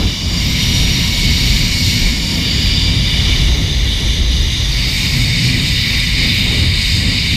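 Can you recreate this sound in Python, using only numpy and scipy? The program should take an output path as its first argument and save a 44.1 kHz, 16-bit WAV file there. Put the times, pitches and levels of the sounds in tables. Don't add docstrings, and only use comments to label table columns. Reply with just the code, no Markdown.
import sys
import numpy as np
from scipy import signal
from scipy.fft import rfft, irfft, next_fast_len
from scipy.io import wavfile
from scipy.ndimage import uniform_filter1d, map_coordinates

SR = 44100
rng = np.random.default_rng(int(sys.argv[2]) if len(sys.argv) > 2 else 0)


def transcribe(u):
    v = np.clip(np.atleast_2d(u).T, -1, 1)
    q = np.round(v * 32767).astype(np.int16)
    wavfile.write(sys.argv[1], SR, q)


N = 324555

TWISTS_HZ, SLOWING_HZ_PER_S = 164.7, 3.8
# f/Hz, width/Hz, relative level/dB in posture 0, 1, 2, 3
PLATES = [(1784, 264, -11.5, -7.5, -9.5, -15.5), (1995, 180, -9.5, -6, -1, -3),
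          (2220, 220, 0.5, -1, 0, 2.5), (2348, 270, -5.5, 1.5, -4, -0.5)]
WHEELS = [(2941, 360, -3, 0, -6.5, -1), (3300, 160, -7, -15, -8.5, -16), (3520, 260, -12, 1, -4, -33),
          (3685, 200, 1, -1, -2.5, 5), (3972, 195, -3.5, -5.5, -5.5, -3)]
FRAME = [(4353, 340, 1.5, -32, -4.5, 6.5), (4650, 240, 1.5, 6.5, 0, 8.5), (4890, 136, -14, 6.5, 4, -10),
         (4974, 95, 0.5, -15, -9, 10)]
AXLE = [(5330, 250, 0.5, 3, 0, 10), (5695, 180, -1, 1, 2, 5), (5870, 220, -3.5, -8, 2, -3),
        (6325, 320, -19, -8, 3.5, -0.5)]
LINKS = [(6790, 360, 6.5, 2.5, -7, 3), (7210, 330, 3, 2, -4, -10), (7620, 230, 2, -12, 1, 0.5),
         (8120, 290, 1, -6, 2, 1.5)]
BEARING_RACES = [(8880, 135, 1, -3, 0.5, 1.5), (9550, 230, -1, 1, -7, 2), (10270, 380, -8, -1, -2, -8),
                 (11180, 360, -6.5, -6, 0.5, -5), (11700, 190, 1, -3, -5, 1), (12500, 540, -8, -3, -12, -8)]
BEARING_CAGE = [(13000, 700, -9, -5, -2, -9), (13590, 440, 0, 0, 0, 0), (14400, 700, -15, -9, -6, -14)]
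# level/dB in posture 0, 1, 2, 3,
# then its shares [no unit] of the treble, wheel and axle swings
PART_LEVELS = [(-26, -28, -30.5, -23.5, 0, 0.11, 0.012), (-22.5, -20.5, -22.5, -22, 0.056, 0.75, 0),
               (-24.5, -24, -31.5, -24.5, 0.022, -0.77, 0), (-29.5, -32, -32.5, -37, 0.19, 0.006, 0.96),
               (-33.5, -35, -48, -35, 0.29, -0.64, 0.02), (-40.5, -43, -44.5, -43, .3, .1, 0.18),
               (-39.5, -43.5, -48, -42.5, 0.59, 0.24, 0)]
# t/s, level/dB, treble/dB, wheels against frame/dB, axle/dB
TROLLEY_LEVELS = [(0, -3, 3, 1, 1), (.24, -5.5, 7, -2, 3), (.6, 0, 2, 1.5, 1), (1, -1, 1, 2.5, 2),
                  (1.3, 0.5, 2, 0.2, 0), (2.03, 0, 2, -2, 2.5), (2.15, -2.5, 0, -1, 4), (2.4, -2, 6, 1, 0),
                  (2.55, 0.5, -6, -1, -2), (2.66, 0.5, -4, 0, -1), (3, 0, -7, 0.6, 0),
                  (3.4, 1.5, -2, 1, 0.5), (3.83, -1, 0, 0.2, 0), (4.6, 0, -1, 0, 1), (4.96, 0, 6, 0, 4),
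                  (5.45, 1, 3, -3, 2), (5.6, 0.5, 4, 0, -4), (5.75, -0.5, 4, 2, 4), (6.05, 0, 5, 0.5, 1),
                  (6.19, 1, -4, -0.5, 0), (6.39, 1.5, 2, 2, -2), (6.72, 0.5, -10, -0.5, -8),
                  (6.87, 1, 5, -0.5, 1), (7.13, 1.5, -12, -1, -7), (7.36, 0.5, -2, 0.5, 1)]
# t/s, level/dB of about six per twist, level/dB of its octave
STRANDS = [(0, -60, -50), (.45, -58, -50), (.7, -40.5, -53), (1.901, -42.5, -52), (2.6, -45, -45),
           (4.6, -50.5, -44), (5.5, -54, -57), (7.36, -74, -58)]


def trolley():
    twists_per_s = TWISTS_HZ - SLOWING_HZ_PER_S * np.arange(N) / SR
    travel = np.cumsum(twists_per_s) / SR
    cable = unit(wires(travel))
    balls = unit(rattle(spread_db=0.2, per_s=20000))
    cage = unit(rattle(spread_db=1.5, per_s=8000))
    driven_parts = [
        (cable, PLATES),
        (cable + 0.75 * balls, WHEELS),
        (cable, FRAME),
        (cable + 0.18 * balls, AXLE),
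        (0.25 * cable + 1.4 * balls, LINKS),
        (balls, BEARING_RACES),
        (cage, BEARING_CAGE),
    ]
    posture = head_posture()
    metal = whistles()
    level_db, *swings_db = curves(TROLLEY_LEVELS)
    for (drive, modes), row in zip(driven_parts, PART_LEVELS):
        posture_db, swing_shares = row[:4], row[4:]
        part_db = facing(posture_db, posture) + level_db + np.dot(swing_shares, swings_db)
        part = turning(drive, modes, posture)
        metal = metal + part * undb(part_db + 0.92 * walk(12))
    out = echoes(metal, posture)
    for per_twist, strand_db in zip((5.964, 11.93), curves(STRANDS)):
        waver = undb(3 * walk(20))
        out = out + undb(strand_db) * waver * np.sin(2 * np.pi * per_twist * travel + 2 * walk(25))
    return out


REPEAT = 0.31
SECOND_WHEEL, WHEELBASE = -0.27, .812
PER_TWIST = 512


def wires(travel):
    feedback = np.zeros(PER_TWIST + 1)
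    feedback[0], feedback[-1] = 1, -np.clip(REPEAT, 0, .9)
    points = int(travel[-1] + 2) * PER_TWIST
    bumps = signal.lfilter([1.], feedback, rng.standard_normal(points))
    front = map_coordinates(bumps, [(travel + 1) * PER_TWIST], order=1)
    rear = map_coordinates(bumps, [(travel + 1 - WHEELBASE) * PER_TWIST], order=1)
    return front + SECOND_WHEEL * rear


def rattle(spread_db, per_s):
    ticks = rng.random(N) < per_s / SR
    uneven_db = spread_db * np.minimum(rng.exponential(size=N), 4.)
    flurry_db = 1.03 * walk(14)
    return ticks * undb(uneven_db + flurry_db) * rng.standard_normal(N)


# start t/s, length/s, start f/Hz, end f/Hz, level/dB before wavering
WHISTLES = [(.28, .14, 5100, 4550, -29), (.52, .35, 5870, 5800, -29), (.58, .52, 5665, 5610, -26.5),
            (1.62, .55, 2220, 2185, -28), (1.0, .55, 2225, 2200, -30), (2.3, .3, 4560, 4520, -29),
            (2.35, .9, 4830, 4730, -30), (2.7, .9, 2335, 2270, -29), (4.7, .3, 4585, 4555, -24.5),
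            (4.8, .3, 5020, 4990, -31), (5.4, .18, 5295, 5285, -28), (5.64, .2, 5030, 4960, -30),
            (5.78, .16, 4540, 4520, -28), (6.8, .35, 4775, 4740, -27)]


def whistles():
    out, t = 0, np.arange(N) / SR
    for start, length, start_hz, end_hz, db in WHISTLES:
        part = np.clip((t - start) / length, 0, 1)
        hz = start_hz + (end_hz - start_hz) * part + 12.0 * walk(40)
        phase = 2 * np.pi * np.cumsum(hz) / SR
        swell = np.sin(np.pi * part) ** .5
        out = out + undb(db + 2.5 * walk(30)) * swell * np.sin(phase)
    return out


# t/s, posture [0 ahead, 1 aside, 2 further round, 3 ahead and nearer the strap]
POSTURE = [(0, 1.4), (.3, 1.07), (.5, 0.0094), (2.08, 0.0097), (2.2, 0.56), (2.8, 1), (2.9, 1.23),
           (3.4, 1.6), (3.55, 2.01), (4.67, 2.07), (4.73, 2.4), (4.95, 2.86), (7.36, 2.9)]


def head_posture():
    return curves(POSTURE)[0]


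def facing(levels, posture):
    return np.interp(posture, np.arange(len(levels)), levels)


def nearness(posture, k):
    return np.clip(1 - abs(posture - k), 0, 1)


def turning(x, table, posture):
    hz, width, *levels = np.transpose(table)
    return unit(sum(nearness(posture, k) * ring(x, list(zip(hz, width, db)), steep=1.55)
                    for k, db in enumerate(levels)))


# f/Hz, width/Hz, share cancelled [0 to 1] in posture 0, 1, 2, 3
DIPS = [(2630, 200, .1, .65, .5, .1), (3390, 200, .1, .1, .1, .4), (5330, 170, .3, .1, .5, .1),
        (6050, 170, .3, .6, .1, .3)]


def echoes(x, posture):
    def gain(f, k):
        return np.prod([1 - row[2 + k] / (1 + (2 * (f - row[0]) / row[1]) ** 2) for row in DIPS], axis=0)
    dipped = sum(nearness(posture, k) * shape(x, lambda f: gain(f, k)) for k in range(4))
    return dipped * np.sqrt(np.mean(x ** 2))


# t/s, large eddies level/dB, middle eddies level/dB, small eddies level/dB
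WIND = [(0.0, -20, -21, -19.5), (0.04, -11, -19, -23), (0.16, -31, -27, -29), (0.26, -20.5, -22, -23.5),
        (0.78, -21.5, -18, -21), (1.07, -23, -20.5, -25.5), (1.29, -17, -16.5, -20.5),
        (1.7, -20, -19.5, -24), (1.97, -23, -12.5, -21.5), (2.01, -13.5, -21, -24), (2.15, -16, -32, -21.5),
        (2.44, -28, -18.5, -18.5), (2.58, -19.5, -16.5, -22), (3.5, -18.5, -18.5, -26),
        (3.65, -21, -13.5, -24.5), (3.77, -12.5, -22.5, -28.5), (4.82, -18.5, -21.5, -30),
        (5.47, -23, -17, -22), (6.03, -19, -22, -28.5), (6.23, -17.5, -20, -22), (6.66, -24, -15.5, -24),
        (6.86, -16.5, -22.5, -29.5), (6.95, -29, -14.5, -23.5), (7.09, -19, -18, -21.5),
        (7.22, -28, -23, -27), (7.36, -25, -17, -22.5)]
# f/Hz, width/Hz, relative level/dB
BUFFET = [(35, 26, 0), (53.2, 23, 0)]
FLUTTER = [(85, 32, -0.29), (121.8, 44, -0.71)]
FLAP = [(165.8, 53, -1.5), (240.5, 68, -5)]
# t/s, level/dB (added to the higher, taken from the lower)
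FLUTTER_LEAN = [(0, -0.5), (1.2, -0.5), (1.6, 0), (2.6, -2.5), (3.4, 0.5), (4.2, -1), (4.95, 1.5), (5.2, 5),
                (5.8, 2), (6.2, 0), (6.7, -3.5), (7.36, -2.5)]
# level/dB in posture 0, 1, 2, 3
DEEP_LEVELS = [-4.5, -6, -11, -5]
# level/dB in posture 0, 1, 2, 3
RUSH_LEVELS = [-14.5, -12.5, -4, -16]
# f/Hz, relative level/dB (per Hz)
RUSH = [(150, -5.5), (300, -1), (400, -3.5), (550, -10), (850, -15.5), (1400, -19), (3000, -42)]


def wind():
    large_db, middle_db, small_db = curves(WIND)
    thump_db, swell_db = gusts()
    posture = head_posture()
    rush_db = small_db + facing(RUSH_LEVELS, posture) + swell_db
    lean_db = curves(FLUTTER_LEAN)[0]
    burst = walk(25)
    rush_hz, spectrum_db = np.transpose(RUSH)
    rush = shape(rng.standard_normal(N), lambda f: undb(np.interp(np.log(f), np.log(rush_hz), spectrum_db)))
    out = rush * undb(rush_db + 1.4 * burst)
    out = out + stream()
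    # modes, level in dB, depth of the bursts in dB
    sizes = [
        (BUFFET[:1], large_db + thump_db + facing(DEEP_LEVELS, posture), 1.2),
        (BUFFET[1:], large_db - 1.56 + thump_db, .4),
        (FLUTTER[:1], middle_db - 3.5 - lean_db, 0.35),
        (FLUTTER[1:], middle_db - 3.0 + lean_db, 0.27),
        (FLAP, small_db + 0.14 * swell_db, 1.1),
    ]
    for modes, db, burst_db in sizes:
        eddies = ring(rng.standard_normal(N), modes, steep=1.42)
        limited = np.tanh(0.64 * eddies)
        out = out + unit(ring(limited, modes, steep=0.48)) * undb(db + burst_db * burst)
    return out


# centre t/s, length/s, thump level/dB, rush level/dB
GUSTS = [(0.03, .1, 3.5, 9), (0.83, 0.23, 6.5, 6.5), (1.197, 0.081, 4, 4), (1.51, .15, 4, 5),
         (2.056, 0.16, 1.5, 5), (2.808, 0.19, 4, 1), (3.32, 0.28, 7.5, 2), (3.532, 0.21, 7.5, 2.5),
         (4.06, 0.11, 3.5, 5), (4.228, .08, 3, 0.5), (4.45, 0.15, 6, 1), (4.592, 0.15, 4, 1),
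         (4.9, 0.087, 0, 11.5), (5.225, .1, 2, 1), (5.917, .08, -1, 6), (6.236, 0.09, 1, 5.5),
         (6.53, 0.17, 3, 11.5), (6.645, .08, 0, 7), (7.103, 0.31, 2.5, 7.5)]


def gusts():
    t = np.arange(N) / SR
    return sum(np.outer((thump_db, rush_db), np.exp(-((t - centre) * 2 / length) ** 2))
               for centre, length, thump_db, rush_db in GUSTS)


# f/Hz, width/Hz, relative level/dB
STREAM = [(590, 450, -2), (1030, 240, -0.5), (1240, 710, -8.5)]
# t/s, level/dB
STREAM_LEVEL = [(0, -40), (.6, -37), (2, -38.5), (3.5, -38.5), (3.8, -44), (4.8, -39.5), (5.2, -40),
                (6.5, -39), (7.36, -42.5)]


def stream():
    air = ring(rng.standard_normal(N), STREAM, steep=1.5)
    return air * undb(curves(STREAM_LEVEL)[0] + 1.1 * walk(10))


def undb(db):
    return 10 ** (np.asarray(db) / 20)


def unit(x):
    return x / np.sqrt(np.mean(x ** 2))


def curves(rows):
    s, *columns = np.transpose(rows)
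    return [np.interp(np.arange(N) / SR, s, c) for c in columns]


def walk(rate):
    hold = int(SR / rate)
    steps = np.repeat(rng.standard_normal(N // hold + 1), hold)
    return 1.33 * uniform_filter1d(uniform_filter1d(steps, hold), hold)[:N]


def shape(x, gain):
    size = next_fast_len(N)
    f = np.arange(1, size // 2 + 2) * SR / size
    return unit(irfft(rfft(x, size) * gain(f), size)[:N])


def ring(x, modes, steep):
    def gain(f):
        return np.sqrt(sum(undb(2 * db) / (1 + ((f - hz ** 2 / f) / w) ** 2) ** steep for hz, w, db in modes))
    return shape(x, gain)


def scene():
    return (trolley() + wind())[None]


TOP_HZ = 15070


def record(dry):
    soft = np.tanh(0.8 * dry) / 0.8
    dull = signal.sosfilt(signal.butter(2, 14600, fs=SR, output="sos"), soft)
    return signal.sosfilt(signal.ellip(10, .2, 80, TOP_HZ, fs=SR, output="sos"), dull)


dry = scene()
out = record(dry)
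transcribe(out)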